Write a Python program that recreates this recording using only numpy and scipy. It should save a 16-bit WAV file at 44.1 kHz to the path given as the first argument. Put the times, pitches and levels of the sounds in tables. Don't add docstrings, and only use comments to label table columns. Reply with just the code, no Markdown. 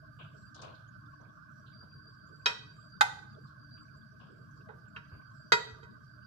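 import sys
import numpy as np
from scipy import signal
from scipy.fft import rfft, irfft, next_fast_len
from scipy.io import wavfile

SR = 44100
rng = np.random.default_rng(int(sys.argv[2]) if len(sys.argv) > 2 else 0)


def log_audio(samples):
    frames = np.atleast_2d(samples).T
    limited = np.clip(frames, -1, 1)
    pcm = np.round(limited * 32767).astype(np.int16)
    wavfile.write(sys.argv[1], SR, pcm)


N = 276066
AGE_S = np.arange(SR * 3 // 5) / SR

# centre_hz, level_db_per_hz
RUMBLE = [(20, -109), (32, -104), (55, -88), (85, -83), (115, -75), (145, -75.5), (180, -86), (250, -97.5),
          (400, -118), (700, -132)]
RUMBLE_SIDE_DB, RUMBLE_LEFT_DB = -12.5, -1.7
RUMBLE_FLUTTER_DB, RUMBLE_FLUTTER_HZ = 1.7, 8.3
# centre_hz, width_hz, level_db_per_hz, left_minus_right_db, flutter_db, flutter_hz
AIR_DRONE = [(205.2, 55, -83, 12, 3.5, 11), (297.6, 20, -85, 2.5, 2.5, 5), (382, 160, -101.5, -17.5, 8, 5),
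             (629.3, 58, -94, 21.5, 5, 17), (880, 35, -106, -14.5, 1, 3.1), (1101, 61, -90.5, 11, 5, 20),
             (1210, 66, -87.5, -8, 4, 12), (1379, 110, -90, -13.5, 5, 12),
             (1527.8, 77.4, -80.5, -27.5, 2, 15), (1638, 47, -87.5, -2.5, 2.5, 15),
             (1670, 120, -101, -4.5, 3, 4.1)]
TREBLE_BANDS = [(3230, 45, -114, -8.5, 4, 3), (4880, 960, -117, -1, 4.4, 11), (5770, 270, -115, 0, 5, 3),
                (7560, 220, -118, -4, 7.3, 2.4), (12800, 230, -127, -8, 4, 3)]
# centre_hz, level_db_per_hz
HISS = [(200, -118), (900, -119), (1400, -110), (1950, -121), (2700, -121), (4200, -121.5), (6400, -127),
        (8500, -131.5), (14000, -134)]
# time_s, level_db
WHINE_LEVEL = [(0.0, -79), (0.5, -80.5), (0.88, -92), (1.06, -74), (1.5, -89.5), (1.78, -64.5), (2.3, -72),
               (2.9, -68.5), (3.45, -77.5), (3.8, -65), (4.25, -79.5), (4.8, -84.5), (5.1, -77), (5.8, -75),
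               (6.26, -74.5)]
WHINE_HZ, WHINE_WIDTH_HZ = 4684, 95
WHINE_FLUTTER_DB, WHINE_FLUTTER_HZ = 4, 6.3

# centre_hz, t60_s, level_db
ROOM = [(150, 1, -10.5), (507, .45, -9.5), (980, 0.47, -14), (2000, 0.41, -15.5), (3790, 0.47, -14),
        (8030, 0.41, -13.5), (14000, 0.09, -7.5)]
ROOM_RISE_S = 0.02
CUTOFF_HZ = 14500

# start_s, level_db, centre_hz
THUDS = [(0.233, -44, 123), (3.250, -42, 111), (5.125, -43.5, 87), (5.522, -37.5, 127), (5.715, -43, 80)]
THUD_HALF_WIDTH_OCTAVES, THUD_RISE_S, THUD_T60_S = 0.3, 0.0055, 0.15

SQUISH_PER_S, SQUISH_DB, SQUISH_SPREAD_DB = 24, -69.5, 6.5
SQUISH_WIDTH_HZ, SQUISH_RISE_S, SQUISH_T60_S = 260, 0.004, 0.06

# start_s, squelch_db, smack_db, smack_hz, t60_s, left_minus_right_db
PRESSES = [(0.187, -51, -51.5, 2860, 0.33, 4), (0.546, -51, -56, 3760, 0.69, 8),
           (0.617, -41.5, -53, 2710, 0.38, 0), (0.746, -73, -55.5, 3950, 0.11, -2),
           (1.196, -54.5, -78, 3620, 0.37, -5), (1.660, -78, -58, 3540, .22, -14),
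           (1.823, -53.5, -77, 3140, .2, -2), (3.464, -70, -65, 4340, 0.25, -8),
           (3.766, -75.5, -65, 2780, 0.16, -6), (4.195, -57.5, -63, 2960, 0.39, 7),
           (4.851, -60, -70, 3030, 0.07, 2), (5.110, -57, -68.5, 2470, 0.47, 3)]
# centre_hz, level_db_per_hz
SQUELCH_COLOUR = [(150, -12), (400, -9.5), (640, -2), (850, -10.5), (1080, 1), (1400, -9), (1900, -27),
                  (5000, -60)]
SMACK_HALF_WIDTH_OCTAVES = 0.21
SQUELCH_RISE_PER_T60, SMACK_RISE_PER_T60 = 0.035, 0.041
GRAIN_DB, GRAIN_HZ = 2.5, 72

# start_s, level_db
SNAPS = [(0.545, -54), (0.616, -48.5)]
SNAP_HZ, SNAP_HALF_WIDTH_OCTAVES, SNAP_LEFT_DB = 4840, 0.36, 8
SNAP_RISE_S, SNAP_T60_S = 0.00078, 0.12

# centre_hz, level_db, left_minus_right_db
FLICK = [(1440, -32, -3), (2630, -37.5, 0)]
FLICK_START_S, FLICK_HALF_WIDTH_OCTAVES = 4.962, 0.16
FLICK_RISE_S, FLICK_T60_S = 0.0039, 0.059

# start_s, wall_place (0-2, beyond 2 acts as 2), bowl_db, spoon_db, clack_db, clack_t60_s,
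# contact_cutoff_hz, left_minus_right_db (clack and clusters), contact_s, food_db_per_octave
CLINKS = [(2.4583, 0.0, 3, -33.5, -27.5, 0.2, 6360, 1.5, 0.0005, 0),
          (3.009, 0.65, 0.5, 3, -16.5, 0.074, 11100, 1, 0.00034, 0),
          (4.687, 1.92, -15.5, -17.5, -51.5, 0.24, 600, -9, 0.0009, 11.5),
          (4.960, 0.24, -16.5, -44, -54, 0.1, 2570, -26, 0.0074, 2.5),
          (5.5198, 2.0, 4, -19, -17, 0.086, 4500, 0, 0.0017, 0),
          (5.828, 2.5, -26.5, -65.5, -82, 0.11, 4040, -26, 0.0076, 2)]
BOWL_HZ = [442, 951, 1426, 1944, 2508, 3165, 3845, 4603, 5493, 5655, 6398, 7405, 8250, 9680, 10520, 11250,
           12300]
# t60_s, left_minus_right_db, then level_db at wall place 0, 1, 2
BOWL_MODES = [(.09, -12, -30, -43, -21), (0.2, 0, -33.5, -27.5, -24.5), (.09, -8.5, -31.5, -20, -16.5),
              (0.17, -2, -30.5, -23.5, -22.5), (0.12, -5.5, -25, -39, -30), (0.069, -3.5, -25, -44.5, -28),
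              (0.11, -3, -25.5, -40.5, -25), (0.072, -27.5, -29, -43.5, -23.5),
              (0.13, 8, -32.5, -53.5, -54), (0.13, 2, -47, -49.5, -37), (0.084, -2.5, -43, -46, -37),
              (0.098, 5.5, -48.5, -56.5, -35.5), (0.1, -1, -53, -50, -52.5),
              (0.056, -2.5, -57.5, -55, -55.5), (0.061, 0.5, -61.5, -41.5, -47), (0.048, -2, -71, -54, -51),
              (.1, -3.5, -68, -52, -55.5)]
# pitch_hz, t60_s, left_minus_right_db, level_db, rise_s
SPOON_MODES = [(752, 0.13, -2.5, -26.5, 0.024), (818, 0.084, 2.5, -13, 0.019),
               (857, 0.089, -4, -12.5, 0.016), (1285, .05, -29, -20.5, .001),
               (1515, 0.064, -14, -13, 0.0013), (1590, 0.037, 0, -26.5, .001),
               (2077, 0.08, 7, -24.5, 0.0011), (3653, 0.037, 2, -25.5, 0.000502),
               (7005, 0.055, -0.5, -31, 0.00032), (14100, .04, -8.5, -47, .0005)]
# centre_hz, level_db_per_hz
CLACK_COLOUR = [(100, -29.5), (330, -26.5), (520, -1), (750, -0.5), (1100, 6.5), (1450, 11.5), (2300, -3.5),
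                (2800, -3), (3800, 3.5), (5200, -6.5), (7000, -10), (9000, -15.5), (11000, -17.5),
                (14000, -26)]
LEFT_LAG_S, BOWL_RISE_CYCLES = 0.0003, 4.57
CLUSTER_DB, CLUSTER_WIDTH_AT_1KHZ_HZ, CLUSTER_T60_S = -6, 150, 0.091


def from_db(db):
    return 10 ** (np.asarray(db) / 20)


def panned(left_minus_right_db):
    gains = from_db(np.array([[left_minus_right_db], [-left_minus_right_db]]) / 2)
    return gains / np.sqrt(np.mean(gains ** 2))


def at_hz(points, hz, column=1):
    points = np.array(points)
    return np.interp(np.log(hz + 1), np.log(points[:, 0]), points[:, column])


def bell(offset, width):
    return np.exp2(-np.minimum(2 * (offset / width) ** 2, 40))


def noise(colour, size=N, channels=2):
    fast_size = next_fast_len(size, True)
    white = rfft(rng.standard_normal((channels, fast_size)))
    hz = np.linspace(0, SR / 2, white.shape[1])
    return irfft(white * colour(hz), fast_size)[:, :size] * np.sqrt(SR / 2)


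def rms_one(x):
    return x / np.sqrt(np.mean(x ** 2) + 1e-30)


def drift(rate_hz, size=N):
    step = 32
    slow = noise(lambda hz: bell(hz / step, 2 * rate_hz), size // step + 2, channels=1)[0]
    return np.interp(np.arange(size) / step, np.arange(len(slow)), rms_one(slow))


def dying(rise_s, t60_s):
    rise = 1 - np.exp(-AGE_S / max(rise_s, 1e-5))
    return rise * np.exp(-np.log(1000) * AGE_S / max(t60_s, 1e-3))


def add(out, start_s, sound):
    start = max(round(start_s * SR), 0)
    out[:, start:start + sound.shape[1]] += sound[:, :N - start]


def puff(centre_hz, half_width_octaves):
    def colour(hz):
        return bell(np.log2((hz + 1) / centre_hz), 2 * half_width_octaves)
    return rms_one(noise(colour, size=len(AGE_S)))


def fluttering_bands(bands):
    out = 0
    for centre_hz, width_hz, level_db, left_db, flutter_db, flutter_hz in bands:
        band = noise(lambda hz: bell(hz - centre_hz, width_hz))
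        out = out + panned(left_db) * band * from_db(level_db + flutter_db * drift(flutter_hz))
    return out


def rumble():
    mid, side = noise(lambda hz: from_db(at_hz(RUMBLE, hz)))
    stereo = mid + from_db(RUMBLE_SIDE_DB) * side * [[1], [-1]]
    return stereo * panned(RUMBLE_LEFT_DB) * from_db(RUMBLE_FLUTTER_DB * drift(RUMBLE_FLUTTER_HZ))


def whine():
    level_db = np.interp(np.arange(N) / SR, *np.transpose(WHINE_LEVEL))
    level_db = level_db + WHINE_FLUTTER_DB * drift(WHINE_FLUTTER_HZ)
    return from_db(level_db) * rms_one(noise(lambda hz: bell(hz - WHINE_HZ, WHINE_WIDTH_HZ)))


def background():
    drone = fluttering_bands(AIR_DRONE)
    treble = fluttering_bands(TREBLE_BANDS)
    hiss = noise(lambda hz: from_db(at_hz(HISS, hz)))
    return rumble() + drone + treble + hiss + whine()


def kitchen(x):
    response = 0
    for centre_hz in 125 * 2 ** np.arange(8):
        band = noise(lambda hz: bell(np.log2((hz + 1) / centre_hz), 1), size=len(AGE_S))
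        band = band / np.sqrt(SR / 2)
        tail = dying(ROOM_RISE_S, at_hz(ROOM, centre_hz))
        tail = tail / np.linalg.norm(tail)
        response = response + from_db(at_hz(ROOM, centre_hz, column=2)) * band * tail
    return signal.fftconvolve(x, response, axes=1)[:, :N]


def thuds():
    out = np.zeros((2, N))
    for start_s, level_db, centre_hz in THUDS:
        mono = rms_one(puff(centre_hz, THUD_HALF_WIDTH_OCTAVES)[:1])
        add(out, start_s, from_db(level_db) * mono * dying(THUD_RISE_S, THUD_T60_S))
    return out


def squishes():
    out = np.zeros((2, N))
    envelope = dying(SQUISH_RISE_S, SQUISH_T60_S)[:SR // 8]
    chances = rng.random((300, 4))
    for when, pitch, size, side in chances[:int(SQUISH_PER_S * N / SR)]:
        centre_hz = 2200 * 3.6 ** pitch
        pop = rms_one(noise(lambda hz: bell(hz - centre_hz, SQUISH_WIDTH_HZ), size=len(envelope)))
        level_db = SQUISH_DB + SQUISH_SPREAD_DB * (2 * size - 1) - 4 * pitch
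        left_db = 6 * (2 * side - 1)
        add(out, when * (N - 1) / SR, from_db(level_db) * panned(left_db) * pop * envelope)
    return out


def sticky(x):
    return rms_one(x * from_db(GRAIN_DB * drift(GRAIN_HZ, len(AGE_S))))


def presses():
    out = np.zeros((2, N))
    for start_s, squelch_db, smack_db, smack_hz, t60_s, left_db in PRESSES:
        squelch = sticky(noise(lambda hz: from_db(at_hz(SQUELCH_COLOUR, hz)), size=len(AGE_S)))
        squelch = squelch * dying(SQUELCH_RISE_PER_T60 * t60_s, t60_s)
        smack = sticky(puff(smack_hz, SMACK_HALF_WIDTH_OCTAVES))
        smack = smack * dying(SMACK_RISE_PER_T60 * t60_s, t60_s)
        add(out, start_s, panned(left_db) * (from_db(squelch_db) * squelch + from_db(smack_db) * smack))
    return out


def snaps():
    out = np.zeros((2, N))
    for start_s, level_db in SNAPS:
        snap = sticky(puff(SNAP_HZ, SNAP_HALF_WIDTH_OCTAVES)) * dying(SNAP_RISE_S, SNAP_T60_S)
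        add(out, start_s, from_db(level_db) * panned(SNAP_LEFT_DB) * snap)
    return out


def flick():
    out = np.zeros((2, N))
    for centre_hz, level_db, left_db in FLICK:
        tick = puff(centre_hz, FLICK_HALF_WIDTH_OCTAVES) * dying(FLICK_RISE_S, FLICK_T60_S)
        add(out, FLICK_START_S, from_db(level_db) * panned(left_db) * tick)
    return out


def muffled_db(hz, db_per_octave):
    return db_per_octave * np.log2(hz / BOWL_HZ[0])


def mode(hz, t60_s, left_db, rise_s):
    lagged_s = AGE_S - np.array([[LEFT_LAG_S], [0]])
    phase = 2 * np.pi * (hz * lagged_s + rng.random())
    return panned(left_db) * np.sin(phase) * dying(rise_s, t60_s)


def cluster(centre_hz, left_db, rise_s):
    width_hz = CLUSTER_WIDTH_AT_1KHZ_HZ * np.sqrt(centre_hz / 1000)
    band = rms_one(noise(lambda hz: bell(hz - centre_hz, width_hz), size=len(AGE_S)))
    return from_db(CLUSTER_DB) * panned(left_db) * band * dying(rise_s, CLUSTER_T60_S)


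def clack(cutoff_hz):
    def colour(hz):
        return from_db(at_hz(CLACK_COLOUR, hz)) / np.hypot(1, (hz / cutoff_hz) ** 2)
    return rms_one(noise(colour, size=len(AGE_S)))


def clinks():
    out = np.zeros((2, N))
    for (start_s, place, bowl_db, spoon_db, clack_db, clack_t60_s,
         cutoff_hz, left_db, contact_s, food_db) in CLINKS:
        for hz, (t60_s, mode_left_db, *place_db) in zip(BOWL_HZ, BOWL_MODES):
            level_db = bowl_db + np.interp(place, np.arange(3), place_db) - muffled_db(hz, food_db)
            rise_s = max(BOWL_RISE_CYCLES / hz, contact_s)
            ring = mode(hz, t60_s, mode_left_db, rise_s) + cluster(hz, left_db, rise_s)
            add(out, start_s, from_db(level_db) * ring)
        for hz, t60_s, mode_left_db, mode_db, rise_s in SPOON_MODES:
            level_db = spoon_db + mode_db - muffled_db(hz, food_db)
            ring = mode(hz, t60_s, mode_left_db, max(rise_s, contact_s))
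            add(out, start_s, from_db(level_db) * ring)
        burst = clack(cutoff_hz) * dying(contact_s, clack_t60_s)
        add(out, start_s, from_db(clack_db) * panned(left_db) * burst)
    return out


def scene():
    table = clinks() + presses() + snaps() + thuds() + flick() + squishes()
    return table + kitchen(table) + background()


def record(dry):
    return signal.sosfilt(signal.ellip(10, 0.1, 80, CUTOFF_HZ, fs=SR, output="sos"), dry)


dry = scene()
out = record(dry)
log_audio(out)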